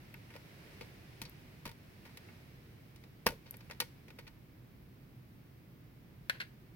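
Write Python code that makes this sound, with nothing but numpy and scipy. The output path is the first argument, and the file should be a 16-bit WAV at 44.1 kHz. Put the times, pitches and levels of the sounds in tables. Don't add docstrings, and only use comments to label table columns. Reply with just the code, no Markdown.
import sys
import numpy as np
from scipy import signal
from scipy.fft import rfft, irfft
from scipy.io import wavfile

SR = 44100
rng = np.random.default_rng(int(sys.argv[2]) if len(sys.argv) > 2 else 0)


def file_out(sig):
    cols = np.atleast_2d(sig).T
    lim = np.clip(cols, -1, 1)
    pcm = np.round(lim * 32767).astype(np.int16)
    wavfile.write(sys.argv[1], SR, pcm)


N = 298011
RING_SIZE = 16384
AGE = np.arange(RING_SIZE) / SR
SIDES = np.array([[1], [-1]])

# (frequency [Hz], noise density [dB per Hz])
ROOM_COLOUR = [(12, -54), (20, -31), (22, -28), (37, -8), (74, -6.5), (130, 1), (168, -5), (248, -10.5),
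               (337, -13), (367, -16), (513, -23.5), (759, -29.5), (1570, -33.5), (7950, -52.5),
               (16000, -36)]
# (frequency [Hz], likeness [-1 to 1])
LIKENESS = [(60, 0.93), (130, 0.94), (290, 0.75), (640, 0.19), (1410, -0.1), (3100, 0.032), (6820, -0.0),
            (15000, -0.029)]
# (frequency [Hz], left minus right [dB])
NOISE_LEAN = [(60, -1), (600, -2.5), (2000, -1), (8000, -0.68), (14000, -2)]
# (frequency [Hz], noise density [dB per Hz])
HISS_COLOUR = [(150, 0), (320, 11), (600, 3.5), (1200, -3), (2200, 3), (3300, -4.5), (5200, -7),
               (7000, -16.5), (12000, -13.5), (16000, -21)]
# (time [s], level [dB])
HISS_COURSE = [(0.0, -67), (0.28, -67), (0.73, -63), (1.0, -66), (1.22, -65.5), (1.79, -69.5), (2.28, -66),
               (2.54, -69.5), (3.27, -73.5), (3.65, -69.5), (4.46, -75), (5.95, -75.5), (6.4, -73.5),
               (6.76, -75)]
# (time [s], level [dB], thud [dB], bright [dB], tick [dB], slip time [s], loss per catch [dB])
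KNOCKS = [(6.297, -28.3, 3, 1.5, 3, .00015, 18), (6.344, -53, 17, 3, -3, .008, 3),
          (6.4012, -37, -1, 3.5, 2, 0.0052, 9.5), (6.4129, -40.5, 1, 3, -1, 0.0041, 7.5)]
# (frequency [Hz], level [dB])
BENCH_COLOUR = [(150, -20), (380, -15), (540, -5.5), (750, -11.5), (1050, -5), (1250, -9), (1600, 7.5),
                (2100, 1.5), (3000, -3), (3700, -7), (4400, -6.5), (5500, -17.5), (7500, -25),
                (12500, -20.5), (16000, -36)]
# (frequency [Hz], level [dB], time to fall 60 dB [s])
BENCH_MODES = [(1434, -6, 0.068), (1510, 3.5, 0.047), (1642, 4.5, 0.052), (1820, 2, 0.037),
               (2054, -1, .035), (2260, -5, 0.025), (2730, -5, .035), (4340, -1.5, 0.021)]
# (time [s], level [dB])
JOLTS = [(1.2169, -45.5), (1.6593, -42.5), (3.2667, -38), (3.294, -41.5)]
# (frequency [Hz], level [dB], time to fall 60 dB [s])
CASE_MODES = [(30.2, -4, 0.22), (72.6, -2, 0.076), (133.4, 1, 0.25), (194.7, 1, 0.077), (251, 3, 0.012)]
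# (frequency [Hz], level [dB], time to fall 60 dB [s])
HOLDER_MODES = [(570, -1, .025), (800, -7, 0.038), (950, -5.5, 0.027), (1140, -2, .025), (1613, -1, .045),
                (1770, -2.5, 0.042), (1990, -4, 0.015)]
# (time [s], level [dB])
SLIDE_COURSE = [(3.49, -84), (3.52, -68), (3.6, -77), (3.71, -72), (3.77, -79), (3.83, -90)]
# (time [s], level [dB])
PINGS = [(0.141, -61), (1.2963, -57), (3.5092, -45.5), (3.569, -56.5)]
# (frequency [Hz], level [dB], time to fall 60 dB when free [s])
TIP_MODES = [(10550, -16, .012), (12200, 5, .008), (13000, 2, .008), (13400, -5, .03), (14400, -3, .008)]
# (frequency [Hz], level [dB], time to fall 60 dB [s])
ARM_MODES = [(2156, 0, 0.048), (2420, -3, 0.029), (2676, 0, 0.044)]
# (time [s], level [dB], thud [dB], bright [dB], tick [dB], slip time [s], loss per catch [dB])
TAPS = [(.142, -45.5, -23, -13, -17, .0005, 22), (.304, -50.5, -18, -12, -11, .004, 6),
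        (.339, -53, -7, -6, -6, .0015, 8), (.352, -55, 13, -7, -2, 0.0035, 16),
        (0.3628, -49.5, 0, -4.5, -3, 0.0011, 13), (0.8104, -46.5, 7.5, -0.5, -4.5, .0018, 5),
        (1.2166, -41, -8, 0, 5.5, .001, 7.5), (1.2522, -56.5, 6, 11, 0, 0.0027, 10),
        (1.6543, -40, 2.5, -2, 1.5, 0.0028, 3), (2.052, -49.5, -3, -6.5, -3, .006, 2.5),
        (2.1721, -49, -6, -1.5, 3.5, 0.0019, 18), (2.287, -52, -5, -24, -25, .009, 12),
        (2.9605, -65.5, 5, 6.5, 10.5, 0.00084, 15), (3.0383, -60, 6, 2, 0, 0.00095, 15),
        (3.262, -42.5, 10, 0, -6, .0015, 15), (3.266, -22, 0.5, -4.5, 2, 0.00041, 8.5),
        (3.459, -58, 5, 3.5, -7, 0.013, 5), (3.541, -52.5, 4, -3, -8, 0.0013, 18),
        (3.607, -56.5, -8, -0.5, -8, 0.0023, 16), (3.699, -46.5, -0.5, -13, -11, .0016, 17),
        (3.7107, -43.5, -2.5, -2, -5, 0.00097, 7), (3.8021, -31, -7.5, 3.5, 6, 0.0018, 14),
        (3.8184, -42.5, 3.5, -2, 0, 0.0024, 10), (4.0816, -56, 4, -2.5, -3, 0.0029, 10),
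        (4.104, -54, 3, -4, -6, .0016, 15), (4.187, -46, 1.5, -5, -3, 0.0038, 8),
        (4.268, -52.5, -16, -3, -8, .006, 9), (4.2767, -49.5, -17, -3.5, -6, 0.0022, 21)]
# (frequency [Hz], level [dB])
BOARD_COLOUR = [(100, -12), (180, -1.5), (310, -9.5), (520, 2.5), (730, -11), (930, 0), (1280, -9),
                (1700, -5), (2350, -3.5), (3200, -6), (4100, -5.5), (5600, -9), (7300, -19), (12000, -15.5),
                (16000, -22)]
# (frequency [Hz], level [dB], time to fall 60 dB [s])
BOARD_MODES = [(490, 1, .055), (569, -1.5, .045), (915, 1, .08), (1158, -10, .08), (1460, -2, .09),
               (1885, 2, 0.057), (2197, -2, 0.1), (2388, 2, 0.045), (2634, -4, 0.083), (2990, -4, 0.077),
               (3946, -6.5, .05), (4490, 5, 0.05), (5360, -7, 0.042), (5990, -10.5, 0.034)]
TONE_HZ = (400, 1600, 4500, 11000)

ROOM_DB, HISS_GAIN_DB, AIR_TOP_HZ = -56.5, 3, 16000
ROOM_T60_S = 0.25
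CATCH_GAP_S, CATCH_SLOWING, CATCH_JITTER = 0.008, 1.4, 0.08
RUB_START_S, RUB_SWELL_S, RUB_DB, RUB_HZ, RUB_SAG_OCTAVES_PER_S = 3.284, 0.017, -44.5, 662, 10
RELEASE_S, RELEASE_DB = 3.2658, -28.5
TWANG_DB, TWANG_MAX_DB = -10, -54.5
CUTOFF_HZ = 16750


def from_db(db):
    return 10 ** (np.asarray(db) / 20)


def unit(x):
    return x / np.sqrt(np.mean(np.sum(x ** 2, axis=-1)) + 1e-20)


def at_hz(points, hz):
    f, value = np.transpose(points)
    return np.interp(np.log(np.maximum(hz, 1)), np.log(f), value)


def causal(spectrum):
    level_db = at_hz(spectrum, np.fft.rfftfreq(RING_SIZE, 1 / SR))
    cepstrum = irfft(np.log(from_db(level_db)))
    cepstrum[1:RING_SIZE // 2] *= 2
    cepstrum[RING_SIZE // 2 + 1:] = 0
    return np.exp(rfft(cepstrum))


def fade(t60):
    return np.exp(-np.log(1000) * AGE / t60)


def pressure(slip_s):
    phase = (AGE + 1 / SR) / (max(slip_s, 2 / SR) / 2)
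    return phase * np.exp(1 - phase)


def arrive(x, lead_ms):
    hz = np.fft.rfftfreq(RING_SIZE, 1 / SR)
    delay_s = np.array([[0], [lead_ms]]) / 1000
    return irfft(rfft(x) * np.exp(-2j * np.pi * hz * delay_s))


def ring(modes, lead_ms, spread_rad):
    turn = spread_rad * rng.standard_normal((len(modes), 1, 1)) * SIDES
    sines = 0
    for k, (hz, db, t60) in enumerate(modes):
        tone = unit(np.sin(2 * np.pi * hz * AGE + turn[k]) * fade(t60))
        sines = sines + from_db(db) * (-1) ** k * tone
    return unit(arrive(sines, lead_ms))


def add(out, s, sound):
    start = round(s * SR)
    faded = sound * np.minimum(1, 2 * (1 - AGE / AGE[-1])) ** 2
    out[:, start:start + RING_SIZE] += np.sqrt(SR / 100) * faded[:, :N - start]


def contact(slip_s, catches_per_s=4000):
    caught = rng.random(RING_SIZE) < catches_per_s / SR
    force = rng.uniform(-0.97, 1, RING_SIZE) * caught * pressure(slip_s)
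    force[0] = 1
    return unit(force)


def catches(loss_db, count=5):
    k = np.arange(count)
    jitter = 1 + CATCH_JITTER * rng.uniform(-1, 1, count)
    delay_s = CATCH_GAP_S * k ** CATCH_SLOWING * jitter
    return list(zip((delay_s * SR).astype(int), from_db(-loss_db * k)))


def repeat(sound, run):
    return sum(strength * np.roll(sound, delay) for delay, strength in run)


def wash(slip_s, t60, run=((0, 1),)):
    push = pressure(slip_s) ** 2
    pushes = sum(strength ** 2 * np.roll(push, delay) for delay, strength in run)
    power = signal.fftconvolve(pushes, fade(t60) ** 2)[:RING_SIZE]
    return unit(rng.standard_normal((2, RING_SIZE)) * np.sqrt(np.abs(power)))


def blow(row, colour, modes, lead_ms, clatter_db, clatter_t60, modes_db, room_db):
    _, level_db, thud_db, bright_db, tick_db, slip_s, loss_db = row
    run = catches(loss_db)
    force = sum(strength * np.roll(contact(slip_s), delay) for delay, strength in run)
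    crack = unit(irfft(rfft(arrive(force, lead_ms)) * colour))

    clatter = from_db(clatter_db) * wash(slip_s, clatter_t60, run)
    echo = from_db(room_db) * wash(0.017, ROOM_T60_S, run)
    diffuse = irfft(rfft(clatter + echo) * rfft(unit(irfft(colour))))

    struck = ring(modes, lead_ms, spread_rad=0.32) * (1 - np.exp(-AGE / max(slip_s, 1 / SR)))
    ringing = from_db(modes_db) * unit(repeat(struck, run))

    tone = causal(list(zip(TONE_HZ, (thud_db, 0, bright_db, tick_db))))
    return from_db(level_db) * irfft(rfft(unit(crack + diffuse + ringing)) * tone)


def air(spectrum):
    hz = np.fft.rfftfreq(N, 1 / SR)
    mid, side = rfft(rng.standard_normal((2, N)))
    alike = np.clip(at_hz(LIKENESS, hz), -1, 1)
    pair = mid + np.sqrt((1 - alike) / (1 + alike + 1e-3)) * side * SIDES
    colour_db = at_hz(spectrum, hz) + SIDES * at_hz(NOISE_LEAN, hz) / 2
    noise = irfft(pair * (hz < AIR_TOP_HZ) * from_db(colour_db), N)
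    return noise / np.std(noise.mean(axis=0))


def rumble():
    return from_db(ROOM_DB) * air(ROOM_COLOUR)


def hiss():
    level_db = HISS_GAIN_DB + np.interp(np.arange(N) / SR, *np.transpose(HISS_COURSE))
    return from_db(level_db) * air(HISS_COLOUR)


def bench():
    out, colour = np.zeros((2, N)), causal(BENCH_COLOUR)
    for row in KNOCKS:
        knock = blow(row, colour, BENCH_MODES, lead_ms=0.25, clatter_db=0, clatter_t60=0.041,
                     modes_db=1.5, room_db=-12.0)
        add(out, row[0], knock)
    return out * from_db(0.6 * SIDES)


def case():
    out = np.zeros((2, N))
    for s, level_db in JOLTS:
        add(out, s, from_db(level_db) * ring(CASE_MODES, lead_ms=0, spread_rad=0))
    return out


def rub(q=9):
    out = np.zeros((2, N))
    pitch_hz = RUB_HZ * 2 ** (-RUB_SAG_OCTAVES_PER_S * AGE)
    rough = rng.standard_normal(RING_SIZE) + 1j * rng.standard_normal(RING_SIZE)
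    slow = signal.butter(2, RUB_HZ / q, fs=SR, output="sos")
    grain = signal.sosfilt(slow, rough)
    noise = np.real(grain * np.exp(2j * np.pi * np.cumsum(pitch_hz) / SR))
    add(out, RUB_START_S, from_db(RUB_DB) * unit(noise[None] * pressure(2 * RUB_SWELL_S)))
    return out


def holder():
    out = np.zeros((2, N))
    add(out, RELEASE_S, from_db(RELEASE_DB) * ring(HOLDER_MODES, lead_ms=0.09, spread_rad=0.14))
    return out * from_db(1.1 * SIDES)


def slide(catches_per_s=900, damped_t60=0.0035):
    s, level_db = np.transpose(SLIDE_COURSE)
    t = np.arange(N) / SR
    grains = rng.standard_normal(N) * (rng.random(N) < catches_per_s / SR)
    damped = ring(TIP_MODES, lead_ms=0.1, spread_rad=0.54) * fade(damped_t60)
    sing = signal.fftconvolve(grains[None], damped, axes=1)[:, :N]
    sliding = (t > s[0]) * (t < s[-1])
    return sing / np.std(sing) * from_db(np.interp(t, s, level_db)) * sliding


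def tips():
    out = np.zeros((2, N))
    colour = causal([(2000, -12.5), (7000, -12.0), (10000, -2.0), (13000, 3), (16000, -27)])
    for s, level_db in PINGS:
        diffuse = wash(0.00048, 0.01) + from_db(-12.0) * wash(0.011, ROOM_T60_S)
        tick = from_db(-4.0) * unit(irfft(rfft(diffuse) * colour))
        ping = unit(tick + ring(TIP_MODES, lead_ms=0.087, spread_rad=0.34))
        add(out, s, from_db(level_db) * ping)
    return out * from_db(1.2 * SIDES)


def arms():
    out = np.zeros((2, N))
    for s, level_db, *_ in TAPS:
        twang_db = min(level_db + TWANG_DB, TWANG_MAX_DB)
        add(out, s, from_db(twang_db) * ring(ARM_MODES, lead_ms=0.099, spread_rad=0.78))
    return out


def board():
    out, colour = np.zeros((2, N)), causal(BOARD_COLOUR)
    for row in TAPS:
        tap = blow(row, colour, BOARD_MODES, lead_ms=0.087, clatter_db=2.5, clatter_t60=0.034,
                   modes_db=-0.5, room_db=-15.0)
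        add(out, row[0], tap)
    return out * from_db(0.5 * SIDES)


def scene():
    background = rumble() + hiss()
    laptop = case() + rub() + holder() + board()
    tweezers = slide() + tips() + arms()
    return background + bench() + laptop + tweezers


def record(dry):
    lean_db = at_hz([(8000, 0), (13000, 2.2)], np.fft.rfftfreq(N, 1 / SR))
    heard = irfft(rfft(dry) * from_db(lean_db * SIDES), N)
    top_cut = signal.ellip(12, 0.2, 80, CUTOFF_HZ, fs=SR, output="sos")
    return signal.sosfilt(top_cut, heard)


dry = scene()
out = record(dry)
file_out(out)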